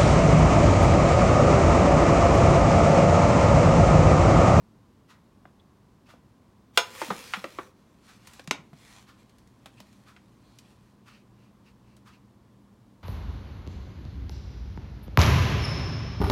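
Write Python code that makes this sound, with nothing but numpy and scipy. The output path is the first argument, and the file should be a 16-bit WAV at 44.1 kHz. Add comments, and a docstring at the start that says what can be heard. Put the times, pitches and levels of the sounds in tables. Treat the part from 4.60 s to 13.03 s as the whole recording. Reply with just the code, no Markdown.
"""A wall clock ticks across a kitchen over refrigerator hum, which grows; foil gives a few faint early clicks.
A foil pan of smoked fish is then pushed along the counter: noise slips scrape through resonances of its bottom,
panels buckle as cracks with tone and ring, and the loaded bottom thuds as sinking sines. A second pan is turned
in short, quieter shoves with snaps, crease clicks and a squeak; soft rubs of filtered noise close the scene."""
import sys
import numpy as np
from scipy import signal
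from scipy.fft import rfft, irfft, next_fast_len
from scipy.io import wavfile
from scipy.ndimage import uniform_filter1d, map_coordinates

SR = 44100
rng = np.random.default_rng(int(sys.argv[2]) if len(sys.argv) > 2 else 0)


def wrap_up_sound(samples):
    """Save the sound to the file named by the first command line argument, as 16-bit audio."""
    columns = np.atleast_2d(samples).T
    # keep every value between -1 and 1, then stretch to whole-number steps
    tamed = np.clip(columns, -1, 1)
    steps = np.round(tamed * 32767).astype(np.int16)
    wavfile.write(sys.argv[1], SR, steps)


N = 371763
TIME = np.arange(N) / SR
AGE = np.arange(SR // 2) / SR  # s since a blow


def amp(db):
    """Decibels to gain."""
    return 10 ** (np.asarray(db) / 20)


def unit(x):
    """Scale to rms 1."""
    return x / np.sqrt(np.mean(x ** 2) + 1e-20)


def unit_attack(x):
    """Scale a blow so that its first 8 ms have rms 1."""
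    return x / np.sqrt(np.mean(x[:SR // 125] ** 2) + 1e-20)


def fade(t60_s):
    """Exponential decay after a blow."""
    return amp(-60 * AGE / t60_s)


def along(points, hz):
    """Interpolate (f/Hz, value) rows on a log frequency axis."""
    f, v = np.transpose(points)
    return np.interp(np.log(hz + 1), np.log(f + 1), v)


def curve(rows):
    """Interpolate (t/s, value) rows, one value per sample."""
    return np.interp(TIME, *np.transpose(rows))


def wobble(knots_per_s):
    """Random curve of straight segments between normal-distributed knots."""
    knots = rng.standard_normal(int(N * knots_per_s / SR) + 4)
    return map_coordinates(knots, [TIME * knots_per_s], order=1)


def coloured(x, gain):
    """Minimum-phase filter with the given gain over frequency, built by folding the cepstrum."""
    m = 2 * next_fast_len(len(x) // 2 + 4096)
    log_gain = np.log(np.maximum(gain(np.fft.rfftfreq(m, 1 / SR)), 1e-6))
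    cepstrum = irfft(log_gain, m)
    cepstrum[1:m // 2] *= 2
    cepstrum[m // 2 + 1:] = 0
    return irfft(rfft(x, m) * np.exp(rfft(cepstrum)), m)[:len(x)]


def add(track, s, sound):
    """Mix a sound in at time s."""
    part = track[round(s * SR):][:len(sound)]
    part += sound[:len(part)]


def patchy(x, depth_db):
    """Shifting contact points favour now one band of the foil, now another."""
    z = signal.stft(x, nperseg=512)[2]
    field = uniform_filter1d(rng.standard_normal(z.shape), size=4, axis=0)
    field = uniform_filter1d(field, size=14, axis=1)
    return signal.istft(z * amp(depth_db * unit(field)), nperseg=512)[1][:len(x)]


# Room decay: f/Hz, t60/s
KITCHEN_DECAY = [(150, 0.5), (1000, 0.3), (4000, 0.23), (14000, 0.15)]


def in_kitchen(x, wet_db):
    """Short sound plus a diffuse tail that builds up as the walls answer; highs decay sooner."""
    hz, t, z = signal.stft(rng.standard_normal(len(AGE)), SR, nperseg=256)
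    decay = amp(-60 * t / along(KITCHEN_DECAY, hz)[:, None])
    tail = signal.istft(z * decay, SR, nperseg=256)[1][:len(AGE)]
    tail = tail * (1 - fade(0.043))
    return x + amp(wet_db) * signal.fftconvolve(x, tail / np.linalg.norm(tail))[:len(x)]


# Fan rush spectrum: f/Hz, relative level/dB per Hz
RUSH_COLOUR = [(12, -56), (20, -25.5), (46, -9), (113, -3.5), (168, -7), (204, -2.5), (367, -12),
               (399, -14.5), (759, -21), (1030, -20), (1330, -25.5), (2530, -33), (3340, -33.5),
               (4180, -34.5), (16000, -46.5)]
# Refrigerator hum partials: f/Hz, relative level/dB
HUM_PARTIALS = [(59.2, -77.5), (118.4, -68), (199.2, -69)]
# Gain on the whole hum: t/s, level/dB
HUM_GAIN = [(0, -6), (3.5, -6), (4.5, 1.5), (8.4, 3.5)]


def room_tone():
    """Refrigerator hum of unsteady sines; soft fan rush of noise with a faint whistling band."""
    def rush_gain(f):
        whistle = 1 + amp(-7) / (1 + ((f - 1060) / 90) ** 2)
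        return amp(along(RUSH_COLOUR, f)) * whistle

    rush = unit(coloured(rng.standard_normal(N), rush_gain))
    hum = np.zeros(N)
    for hz, db in HUM_PARTIALS:
        level = amp(db + 1.3 * wobble(4.4))
        hum += level * np.sqrt(2) * np.sin(2 * np.pi * hz * TIME + 0.71 * wobble(10))
    return amp(-58.5) * rush + amp(curve(HUM_GAIN)) * hum


# Tick spectrum: f/Hz, relative level/dB per Hz
TICK_SPECTRUM = [(500, -29), (950, -2), (1250, 3.5), (1900, -5), (2700, -6.5), (5000, -12), (10000, -22),
                 (16000, -28)]
FIRST_TICK_S, TICK_PERIOD_S = .478, .9958
TICK_DB = -66.5  # rms over 0.5 s, room included


def clock(swell_s=0.032, t60_s=0.153):
    """Each step of the second hand is a brief whirr of gears, blurred by the room."""
    out = np.zeros(N)
    for s in np.arange(FIRST_TICK_S, N / SR, TICK_PERIOD_S):
        rise = np.minimum(AGE / swell_s, 1)
        decay = np.minimum(fade(t60_s) * amp(60 * swell_s / t60_s), 1)  # starts after the swell
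        whirr = rng.standard_normal(len(AGE)) * rise * decay
        tick = coloured(whirr, lambda f: amp(along(TICK_SPECTRUM, f)))
        add(out, s, amp(TICK_DB) * unit(in_kitchen(tick, wet_db=-7.5)))
    return out


# Soft rubs of fingers on foil: peak t/s, level/dB, half length/s (to 1/e)
FINGER_RUBS = [(1.472, -64, .012), (5.185, -62, .015), (6.541, -61.5, 0.064), (6.829, -71, .07),
               (7.081, -64, 0.033), (7.31, -70.5, .06), (7.541, -63, 0.031)]
# Rub spectrum: f/Hz, relative level/dB per Hz
RUB_SPECTRUM = [(700, -21), (1500, -3), (2100, -3), (2650, 4), (3400, -9.5), (4500, -4.5), (7000, -15),
                (15000, -27)]


def rubs():
    """Finger pressure swells and fades over patchy friction noise."""
    pressure = sum(amp(db) * np.exp(-((TIME - s) / length_s) ** 2) for s, db, length_s in FINGER_RUBS)
    friction = coloured(rng.standard_normal(N), lambda f: amp(along(RUB_SPECTRUM, f)))
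    return pressure * unit(patchy(friction, depth_db=1.0))


# Thin squeaks of rubbed foil: peak t/s, level/dB, half length/s (to 1/e), centre f/Hz
FOIL_SQUEAKS = [(1.002, -65, 0.0072, 3420), (5.9, -74, .085, 4180)]


def squeaks(half_width_hz=300):
    """Fast uneven stick and slip, a narrow band of noise."""
    out = np.zeros(N)
    for s, db, length_s, hz in FOIL_SQUEAKS:
        band = coloured(rng.standard_normal(N), lambda f: 1 / (1 + ((f - hz) / half_width_hz) ** 2))
        out += amp(db) * np.exp(-((TIME - s) / length_s) ** 4) * unit(band)
    return out


GRIP_S, STOP_S = .06, .09  # time to break loose; time to come to rest
SWELL_DB_PER_S, EASE_DB_PER_S = 30, 26  # a slide gathers speed, then slows


def gate(start, end):
    """One between start and end, with soft edges."""
    return np.clip(np.minimum((TIME - start) / GRIP_S, (end - TIME) / STOP_S) + .5, 0, 1)


def sliding(strokes):
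    """Loudness of a dragged pan: each stroke breaks loose, swells, eases off and stops."""
    out = np.zeros(N)
    for start, fastest, end, db in strokes:
        drop_db = np.maximum(SWELL_DB_PER_S * (fastest - TIME), EASE_DB_PER_S * (TIME - fastest))
        out += gate(start, end) * amp(db - drop_db)
    return out


# Resonances of the dragged bottom: f/Hz, width/Hz, relative level/dB
BOTTOM_MODES = [(504.5, 45, 1), (1050, 110, -3.5), (1870, 120, -3), (2400, 200, -3.5), (3350, 160, -3.5),
                (4160, 220, -5)]


def scrape(motion, colour, db, modes_db, catches_per_s, catch_db, uneven_db):
    """Foil dragging on the counter: a hiss of tiny slips with coarser catches, through bottom resonances."""
    catches = (rng.random(N) < catches_per_s / SR) * rng.standard_normal(N)
    slips = patchy(rng.standard_normal(N) + amp(catch_db) * unit(catches), depth_db=2.0)

    def gain(f):
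        body = 1 + sum(amp(g + modes_db) / (1 + (2 * (f - hz) / width) ** 2)
                       for hz, width, g in BOTTOM_MODES)
        return amp(along(colour, f)) * body

    return motion * amp(db + uneven_db * wobble(35)) * unit(coloured(slips, gain))


# Short shoves of the second pan: start t/s, fastest t/s, end t/s, relative level/dB when fastest
TURN_STROKES = [(3.43, 3.5, 3.6, -61), (3.62, 3.75, 3.82, -57.5), (4.16, 4.33, 4.41, -56.5),
                (4.39, 4.4, 4.46, -63.5), (4.585, 4.6, 4.62, -63), (5.03, 5.24, 5.56, -67.5),
                (5.83, 6.1, 6.15, -67)]
# Its faint rustle in the hand: start t/s, end t/s, relative level/dB
HELD_RUSTLE = (3.15, 6.35, -75)
# Its scrape spectrum: f/Hz, relative level/dB per Hz
TURN_SPECTRUM = [(400, -22), (750, -3), (1300, -5), (2300, -5), (4000, -6.5), (6000, -9), (9000, -12),
                 (12000, -18.5), (16000, -25.5)]


def turned_pan():
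    """The second pan scrapes in short shoves over the steady rustle of being held."""
    start, end, held_db = HELD_RUSTLE
    handling = np.hypot(sliding(TURN_STROKES), amp(held_db) * gate(start, end))
    return scrape(handling, TURN_SPECTRUM, db=1.0, modes_db=-2.5, catches_per_s=160, catch_db=-7,
                  uneven_db=0.5)


# First pan slides, is checked by a snap, goes on: start t/s, fastest t/s, end t/s, relative level/dB when fastest
PUSH_STROKES = [(2.16, 2.175, 2.335, -50.5), (2.33, 2.44, 3.09, -43.5)]
# Its scrape spectrum: f/Hz, relative level/dB per Hz
PUSH_SPECTRUM = [(150, -30), (300, -10), (420, -8.5), (500, -3), (620, -14), (950, -9), (1300, -9),
                 (2200, -9), (6300, -12), (16000, -23)]


def pushed_pan():
    """The first pan scrapes along the counter in two strokes."""
    return scrape(sliding(PUSH_STROKES), PUSH_SPECTRUM, db=1, modes_db=1, catches_per_s=350, catch_db=-5.0,
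                  uneven_db=1.3)


# Loaded bottom bumping the counter: t/s, relative level/dB, middle f/Hz of the sinking pitch
BOTTOM_BUMPS = [(0.856, -46, 159), (1.538, -46, 260), (2.183, -28, 510), (2.424, -29, 336),
                (2.486, -29.5, 230), (2.508, -23, 198), (2.773, -31.5, 200), (2.848, -32.5, 329),
                (2.991, -41.5, 219), (3.878, -27.5, 164), (3.915, -33.5, 321), (3.989, -38, 161),
                (4.130, -36, 155), (5.203, -44.5, 220)]


def bumps(sag=0.16, t60_s=.078):
    """Soft low thuds whose pitch sinks from 1 + sag to 1 - sag as the bottom relaxes."""
    out = np.zeros(N)
    for s, db, hz in BOTTOM_BUMPS:
        pitch_hz = hz * (1 + sag * (2 * fade(0.089) - 1))
        phase = 2 * np.pi * np.cumsum(pitch_hz) / SR
        thud = np.sin(phase) * fade(t60_s) * (1 - fade(0.023))
        add(out, s, amp(db) * in_kitchen(thud, wet_db=-19.5))
    return out


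def dispersed(x, lag_s):
    """Bending waves travel as the root of frequency, so lows arrive late; lag_s is the delay at 1 kHz."""
    khz = np.fft.rfftfreq(2 * len(x), 1 / SR) / 1000
    turns = 2000 * lag_s * np.sqrt(khz)
    return irfft(rfft(x, 2 * len(x)) * np.exp(-2j * np.pi * turns))[:len(x)]


# Ringing of the whole pan: f/Hz, relative level/dB, t60/s
PAN_MODES = [(527.5, -6, .14), (682, -6, .12), (817, -10, .11), (1110, -8, .1), (880, -12, 0.11),
             (995, -4.5, 0.17), (1241, -7, 0.16), (1403, -3.5, .1), (1448, 1.5, 0.13), (1566, 2.5, 0.074),
             (1787, -14, .15), (2330, -3, .11), (2413, -4, 0.092), (2485, -1, 0.077), (2827, -2.5, .09),
             (3220, -0.5, 0.062), (3417, 1, .1), (3710, -3, .09), (5250, -12, 0.16), (6600, -9, 0.15)]
TONE_DB, TONE_DB_PER_OCTAVE = -2, -3.5  # panel tone at 1 kHz top edge; brighter cracks carry less
RING_DB, HARD_DB, RING_DB_PER_DB = -21, -22, 1.75  # ring in light snaps; it grows above HARD_DB


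def snap(db, low_hz, top_hz, fall_db, pitch_hz, shiver_db):
    """Foil buckles: a crack, a shiver of countless modes, the panel's own tone and the ring of the pan."""
    tone_db = TONE_DB + TONE_DB_PER_OCTAVE * np.log2(top_hz / 1000)
    ring_db = RING_DB + RING_DB_PER_DB * max(db - HARD_DB, 0)

    def band(hz):
        # wide, slack panels give low, dull pops; tight creases give bright cracks
        low_cut = (1 + (low_hz / (hz + 1)) ** 5) ** -.5
        return low_cut * amp(-fall_db * np.log2(1 + (hz / top_hz) ** 4) / 4)

    shape = (fade(0.018) + amp(shiver_db) * fade(.1)) * (1 - fade(0.0026))
    crack = coloured(rng.standard_normal(len(AGE)) * shape, band)
    crack = unit_attack(dispersed(crack, lag_s=.0012))

    tone_shape = (fade(0.017) + amp(shiver_db - 5) * fade(0.055)) * (1 - fade(0.011))
    tone = unit_attack(np.sin(2 * np.pi * pitch_hz * AGE) * tone_shape)

    ring = np.zeros(len(AGE))
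    for hz, level_db, t60_s in PAN_MODES:
        level = amp(level_db + rng.normal(0, 1.5))
        ring += level * np.sin(2 * np.pi * (hz * AGE + rng.random())) * fade(t60_s)
    ring = unit_attack(ring * (1 - fade(0.015)))

    blow = unit_attack(crack + amp(tone_db) * tone + amp(ring_db) * ring)
    return amp(db) * in_kitchen(blow, wet_db=-14.5)


# Foil panels flipping: t/s, level/dB, low edge f/Hz, top edge f/Hz, fall above it/dB per octave,
# panel tone f/Hz, shiver level/dB
PANEL_SNAPS = [(0.8531, -47.5, 300, 1500, 24, 755, -34), (1.487, -58, 300, 1000, 13, 597, -4),
               (1.537, -53, 300, 900, 22, 540, -24), (2.1735, -12.5, 540, 3700, 11, 2760, -6),
               (2.4153, -27, 280, 1995, 10.5, 915, 10), (2.5033, -24.5, 173, 1270, 14.5, 1226, -1),
               (2.7352, -25, 700, 2460, 15.5, 1415, -4), (2.8411, -30.5, 300, 1400, 12, 560, -14),
               (2.9859, -29.5, 190, 1656, 22.5, 1112, -11.5), (3.794, -43, 280, 3000, 11.5, 516, -12.5),
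               (3.874, -41, 250, 7500, 23, 1060, -17), (3.9096, -20.5, 230, 5700, 23, 1010, -18),
               (4.130, -53.5, 300, 1090, 8.5, 710, -1), (5.058, -45, 350, 2160, 8.5, 789, -6),
               (5.2015, -47.5, 300, 4600, 8.5, 635, -13), (5.563, -53.5, 900, 2300, 13.5, 1440, 0),
               (5.986, -51, 2000, 7040, 15, 3950, -9.5)]
# Tight creases ticking: t/s, level/dB
CREASE_CLICKS = [(3.6712, -47.5), (3.734, -53), (3.840, -61), (4.694, -65), (4.783, -62.5), (4.873, -65.5),
                 (5.327, -63.5), (7.3658, -61)]
# Their shared voice: low edge f/Hz, top edge f/Hz, fall/dB per octave, tone f/Hz, shiver level/dB
CREASE_VOICE = (800, 7500, 11.5, 4400, -7)


def snaps():
    """Every buckling panel has its own voice; the small creases share one."""
    out = np.zeros(N)
    for s, db, *panel in PANEL_SNAPS:
        add(out, s, snap(db, *panel))
    for s, db in CREASE_CLICKS:
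        add(out, s, snap(db, *CREASE_VOICE))
    return out


def scene():
    """Sum of the room, the clock and both pans, as one channel."""
    background = room_tone() + clock()
    handling = rubs() + squeaks() + turned_pan()
    return (background + handling + pushed_pan() + bumps() + snaps())[None]


TOP_HZ = 15900


def record(dry):
    """The microphone rounds off the highest peaks; nothing is kept above the band limit."""
    rounded = dry / (1 + (dry / .9) ** 8) ** (1 / 8)
    m = next_fast_len(N + SR // 2)
    return irfft(rfft(rounded, m) * (np.fft.rfftfreq(m, 1 / SR) < TOP_HZ), m)[..., :N]


dry = scene()
out = record(dry)
wrap_up_sound(out)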